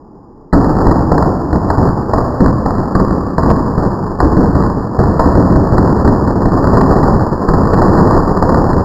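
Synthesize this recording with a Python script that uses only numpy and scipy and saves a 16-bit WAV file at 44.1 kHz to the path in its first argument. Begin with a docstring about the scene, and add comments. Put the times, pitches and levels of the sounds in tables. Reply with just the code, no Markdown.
"""A long string of firecrackers burns in a paved yard between house walls, a few metres away.
At first there is only the low rumble of the night. After half a second the big crackers begin: each sets
off two lesser ones and stirs up the roll of countless small ones, and the walls prolong every blast.
The roll flares early, sinks through the middle and is fiercest near 8 s. Throughout, an overloaded
microphone flattens the bangs, and narrow-band electronics leave them dull with a gritty top."""
import sys
import numpy as np
from scipy import signal
from scipy.fft import rfft, irfft
from scipy.io import wavfile

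SR = 44100
rng = np.random.default_rng(int(sys.argv[2]) if len(sys.argv) > 2 else 0)


def output_pcm(signal):
    """Save a mono or channel-first signal as 16-bit PCM at the path in sys.argv[1].

    Samples are clipped to [-1, 1] before scaling.
    """
    pcm = np.clip(np.atleast_2d(signal).T, -1, 1) * 32767
    wavfile.write(sys.argv[1], SR, np.round(pcm).astype(np.int16))


N = 389844
TIME = np.arange(N) / SR
# the biggest crackers: (time [s], relative crack level [dB], relative boom level [dB])
BIG_BANGS = [(0.529, -10.5, 5), (0.5339, -3.5, 1.5), (0.551, -7.5, 0.5), (0.8669, -5, 3.5),
             (0.9128, -5, -2.5), (1.1171, 0.5, 1.5), (1.18, -5, -7.5), (1.2256, -8.5, -13.5),
             (1.5302, -11.5, -1.5), (1.7023, -0.5, -10.5), (1.7811, -11.5, -3.5), (1.8263, -13, -9),
             (2.135, -1.5, -7), (2.18, -6, -12.5), (2.4052, -10, 8.5), (2.461, -6.5, -8),
             (2.6605, -9.5, -7.5), (2.7073, -15.5, -12.5), (2.9521, -1.5, 1), (2.9989, -12, -3),
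             (3.1091, -18.5, -10), (3.382, -4, -2.5), (3.4331, -9.5, -3.5), (3.46, -8.5, -7),
             (3.5027, -7.5, -3.5), (3.7782, -8.5, -4.5), (4.2034, -1.5, -6.5), (4.2285, -16, 5),
             (4.3193, -22.5, -3.5), (4.3692, -5, 5), (4.4309, -10, -5), (4.5524, -8, -2.5),
             (4.6043, -13.5, -7.5), (4.99, -3.5, 3.5), (5.0392, -11.5, -14.5), (5.1947, 2.5, -1),
             (5.2584, -17.5, 4.5), (5.3524, -4.5, -1.5), (5.3731, -26, 5), (5.501, -16.5, 1.5),
             (5.5587, -7, 4.5), (5.724, -13.5, 5.5), (5.7809, -3.5, -0.5), (5.8763, -14, -9.5),
             (6.0494, -10, 3.5), (6.078, -13.5, 1), (6.276, -11, -7.5), (6.4575, -6.5, -3),
             (6.6423, -8.5, -12.5), (6.6725, -12, -1.5), (6.7703, -1.5, -5), (6.8131, -7.5, -6.5),
             (6.9114, -6, -10.5), (7.031, -3, -4.5), (7.0791, -13, -5), (7.4871, -2.5, 0.5),
             (7.5372, -10.5, -3.5), (7.7341, -3.5, -1.5), (7.8193, -5.5, -5), (7.9775, -12, -5.5),
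             (8.1096, -6.5, -11.5), (8.4251, -2.5, -10), (8.4904, -8.5, -9), (8.545, -6.5, -2.5),
             (8.7323, -11.5, -8)]


def undb(db):
    """Decibels to amplitude ratio."""
    return 10 ** (np.asarray(db) / 20)


def unit(x):
    """Normalisation to rms 1."""
    return x / np.sqrt(np.mean(x ** 2))


def colour(x, points):
    """Minimum-phase filtering through points (frequency [Hz], gain [dB])."""
    hz, db = np.transpose(points)
    grid_hz = np.maximum(np.fft.rfftfreq(8192, 1 / SR), 1)
    gain = undb(np.interp(np.log(grid_hz), np.log(hz), db))
    cepstrum = irfft(np.log(gain))
    half = len(cepstrum) // 2
    causal = np.r_[cepstrum[0], 2 * cepstrum[1:half], np.zeros(half)]
    response = irfft(np.exp(rfft(causal)))
    return signal.fftconvolve(x, response)[:len(x)]


def noise(points):
    """Spectral shaping of white noise, at rms 1."""
    return unit(colour(rng.standard_normal(N), points))


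def add(track, s, sound):
    """Superposition: a sound joins the track at time s."""
    start = int(s * SR)
    part = sound[:max(N - start, 0)]
    track[start:start + len(part)] += part


def blast(t, push_s, suction_s):
    """A blast wave of zero net impulse: a short overpressure, then a longer suction of equal area."""
    push = t / push_s * np.exp(1 - t / push_s)
    suction = t / suction_s * np.exp(1 - t / suction_s)
    return push - suction * push_s / suction_s


def night(level_db=-37.5):
    """Ambient noise: a stationary rumble with its energy at low frequencies."""
    # spectrum of the rumble: (frequency [Hz], relative level [dB])
    spectrum = [(10, -27), (22, 4.5), (45, -2), (110, -4), (190, -0.5), (330, -0.5), (430, -3.5),
                (530, -12), (740, -12.5), (840, -5), (920, -11.5), (1080, -10.5), (1400, -28), (1900, -36),
                (4000, -60)]
    return undb(level_db) * noise(spectrum)


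def small_crackers(per_s=130, spread_db=3, scatter_s=0.022, roll_db=-3, stir_db=2.5, stir_s=0.064):
    """Shot noise: random pops merge into a roll; the crackers jump about, so each has its own scatter."""
    # how fiercely the small crackers go off: (time [s], relative level [dB])
    fierceness = [(0.56, -10.5), (0.76, -5), (1.05, -15), (1.4, -18), (1.87, -11), (2.35, -20),
                  (2.85, -15.5), (3.22, -19.5), (3.8, -13.5), (4.1, -15), (4.6, -14), (4.93, -16),
                  (5.42, -11), (6.45, -9.5), (6.92, -5.5), (7.35, -11), (7.92, -3.5), (8.84, -8)]
    # spectrum of the roll: (frequency [Hz], relative spectral density [dB])
    spectrum = [(12, -24), (20, 1.5), (49, -10), (90, -0.5), (134, -4.5), (182, -2), (257, -6.5),
                (376, -4.5), (629, -12), (994, -11), (1110, -12), (1660, -27.5), (1790, -25.5), (1900, -50),
                (2470, -69.5), (4180, -120)]
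    sizes = undb(spread_db * np.minimum(rng.exponential(size=N), 3))
    pops = sizes * (rng.random(N) < per_s / SR)
    lingering_energy = signal.lfilter([1], [1, -np.exp(-1 / (scatter_s * SR))], pops ** 2)
    scatter = np.sqrt(lingering_energy) * rng.standard_normal(N)
    roll = colour(unit(pops - pops.mean()) + unit(scatter), spectrum)
    s, db = np.transpose(fierceness)
    starts = np.array(BIG_BANGS)[:, 0]
    since_bang = np.abs(TIME - starts[np.searchsorted(starts, TIME) - 1])
    flare_db = stir_db * np.exp(-since_bang / stir_s)  # each big cracker stirs up the roll
    alight = TIME > starts[0]
    return unit(roll) * undb(np.interp(TIME, s, db) + flare_db + roll_db) * alight


def ticks():
    """Impulse response of a bright filter: very short clicks that stick out of a few dull bangs."""
    # thin ticks: (time [s], peak level [dB])
    peaks = [(0.873, -39), (3.5027, -21.5), (3.5115, -24), (4.606, -41), (6.815, -23), (6.8342, -34),
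             (7.738, -25), (7.748, -30)]
    # spectrum of a tick: (frequency [Hz], relative level [dB])
    spectrum = [(500, -1), (2000, 16), (3500, 8), (6000, -10), (10000, -63), (14000, -26)]
    click = colour(signal.unit_impulse(256), spectrum)
    out = np.zeros(N)
    for s, db in peaks:
        add(out, s, undb(db) * click / np.abs(click).max())
    return out


def yard(x, t60_s=2.22, tail_db=-7, build_s=0.0037):
    """Reverberation: early reflections off the nearest walls, then a diffuse tail from the houses."""
    # reflections off the nearest walls: (delay [s], share of the pressure [1])
    walls = [(.011, 0.17), (.024, 0.077), (.046, .11)]
    # frequency response of the diffuse tail: (frequency [Hz], gain [dB])
    tail_response = [(20, -14), (70, 1), (190, 3), (400, 0.5), (1000, 2), (2000, -1)]
    early = x.copy()
    for delay_s, share in walls:
        add(early, delay_s, share * x)
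    t = TIME[:2 * SR]
    tail = rng.standard_normal(len(t)) * undb(-60 * t / t60_s) * (1 - np.exp(-t / build_s))
    tail = colour(tail / np.linalg.norm(tail), tail_response)
    return early + undb(tail_db) * signal.fftconvolve(x, tail)[:N]


def thuds(thud_db=-8, growth=0.49, dip_s=0.0045, return_s=0.0083):
    """Low-frequency transient: a slow thud under each big bang; a heavier boom leaves a deeper dip."""
    dip = -blast(TIME[:SR // 3], dip_s, return_s)
    out = np.zeros(N)
    for s, _, low_db in BIG_BANGS:
        add(out, s, undb(thud_db + growth * low_db) * dip)
    return out


def charges(neighbours=2, gap_s=0.015, span_s=0.09, crack_db=-22.5, boom_db=-12, spread_db=1.5):
    """Chain ignition: the rows of BIG_BANGS, plus lesser neighbours that each sets off at random."""
    rows = list(BIG_BANGS)
    for s, _, _ in BIG_BANGS:
        for wait, sharp, low in rng.random((neighbours, 3)):
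            rows.append((s + gap_s + span_s * wait,
                         crack_db + spread_db * (2 * sharp - 1),
                         boom_db + spread_db * (2 * low - 1)))
    return rows


def big_crackers(blast_db=12.5, push_s=0.00057, suction_s=0.0051, stretch_per_db=0.022,
                 crack_db=9, crack_s=0.0034, boom_db=-1, boom_s=0.02, swell_s=0.0058):
    """Blast waves, each followed by sharp scattering off the paving and a slower boom between walls."""
    # spectrum of the scatter off the paving: (frequency [Hz], relative level [dB])
    crack_spectrum = [(60, -19.5), (250, 6), (600, 1.5), (1050, 7), (1400, -6.5), (1800, -25),
                      (2200, -25.5), (4000, -19.5)]
    # spectrum of the boom between the walls: (frequency [Hz], relative level [dB])
    boom_spectrum = [(15, -10), (40, 1), (90, -5.5), (190, 0.5), (330, -4.5), (600, -15), (1500, -36.5)]
    t = TIME[:SR // 3]
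    waves, crack_envelope, boom_envelope = np.zeros((3, N))
    for s, sharp_db, low_db in charges():
        stretch = np.exp(stretch_per_db * (low_db - sharp_db))  # a deeper bang pushes for longer
        add(waves, s, undb((sharp_db + low_db) / 2) * blast(t, push_s * stretch, suction_s * stretch))
        add(crack_envelope, s, undb(sharp_db) * np.exp(-t / crack_s))
        add(boom_envelope, s, undb(low_db) * np.exp(-t / boom_s) * (1 - np.exp(-t / swell_s)))
    cracks = undb(crack_db) * crack_envelope * noise(crack_spectrum)
    booms = undb(boom_db) * boom_envelope * noise(boom_spectrum)
    return undb(blast_db) * waves + cracks + booms


def scene():
    """Superposition of the night's rumble and the crackers in the yard, in one channel."""
    return (night() + yard(big_crackers()) + thuds() + small_crackers())[None]


def overload(x, ceiling, knee, band_hz=1970):
    """Saturation: a narrow-band stage flattens whatever exceeds its ceiling, then cuts the treble."""
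    flat = x / (1 + np.abs(x / ceiling) ** knee) ** (1 / knee)
    return signal.fftconvolve(flat, signal.firwin(601, band_hz, fs=SR), "same")


def join_samples(x, sample_hz=6000, oversampling=4):
    """Spectral imaging: slow samples joined by straight lines mirror the band into the treble."""
    instants = np.arange(0, N / SR, 1 / sample_hz)
    samples = np.interp(instants, TIME, x)
    fine_time = np.arange(oversampling * N) / (oversampling * SR)
    joined = np.interp(fine_time, instants, samples)
    return signal.resample_poly(joined, 1, oversampling)


def record(dry, coupling_hz=7, full_scale=0.94, top_hz=14000):
    """Nonlinear distortion: microphone and amplifier overload, then slow sampling; ticks lie on top."""
    microphone = overload(dry[0], ceiling=1.0, knee=2.7)
    coupling = signal.butter(1, coupling_hz, "high", fs=SR, output="sos")
    amplified = overload(signal.sosfilt(coupling, microphone), ceiling=0.92, knee=20)
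    clipped = np.clip(join_samples(amplified), -full_scale, full_scale)  # the highest peaks spit
    lowpass = signal.ellip(8, 0.2, 70, top_hz, fs=SR, output="sos")
    return signal.sosfilt(lowpass, clipped + ticks())[None]


dry = scene()
out = record(dry)
output_pcm(out)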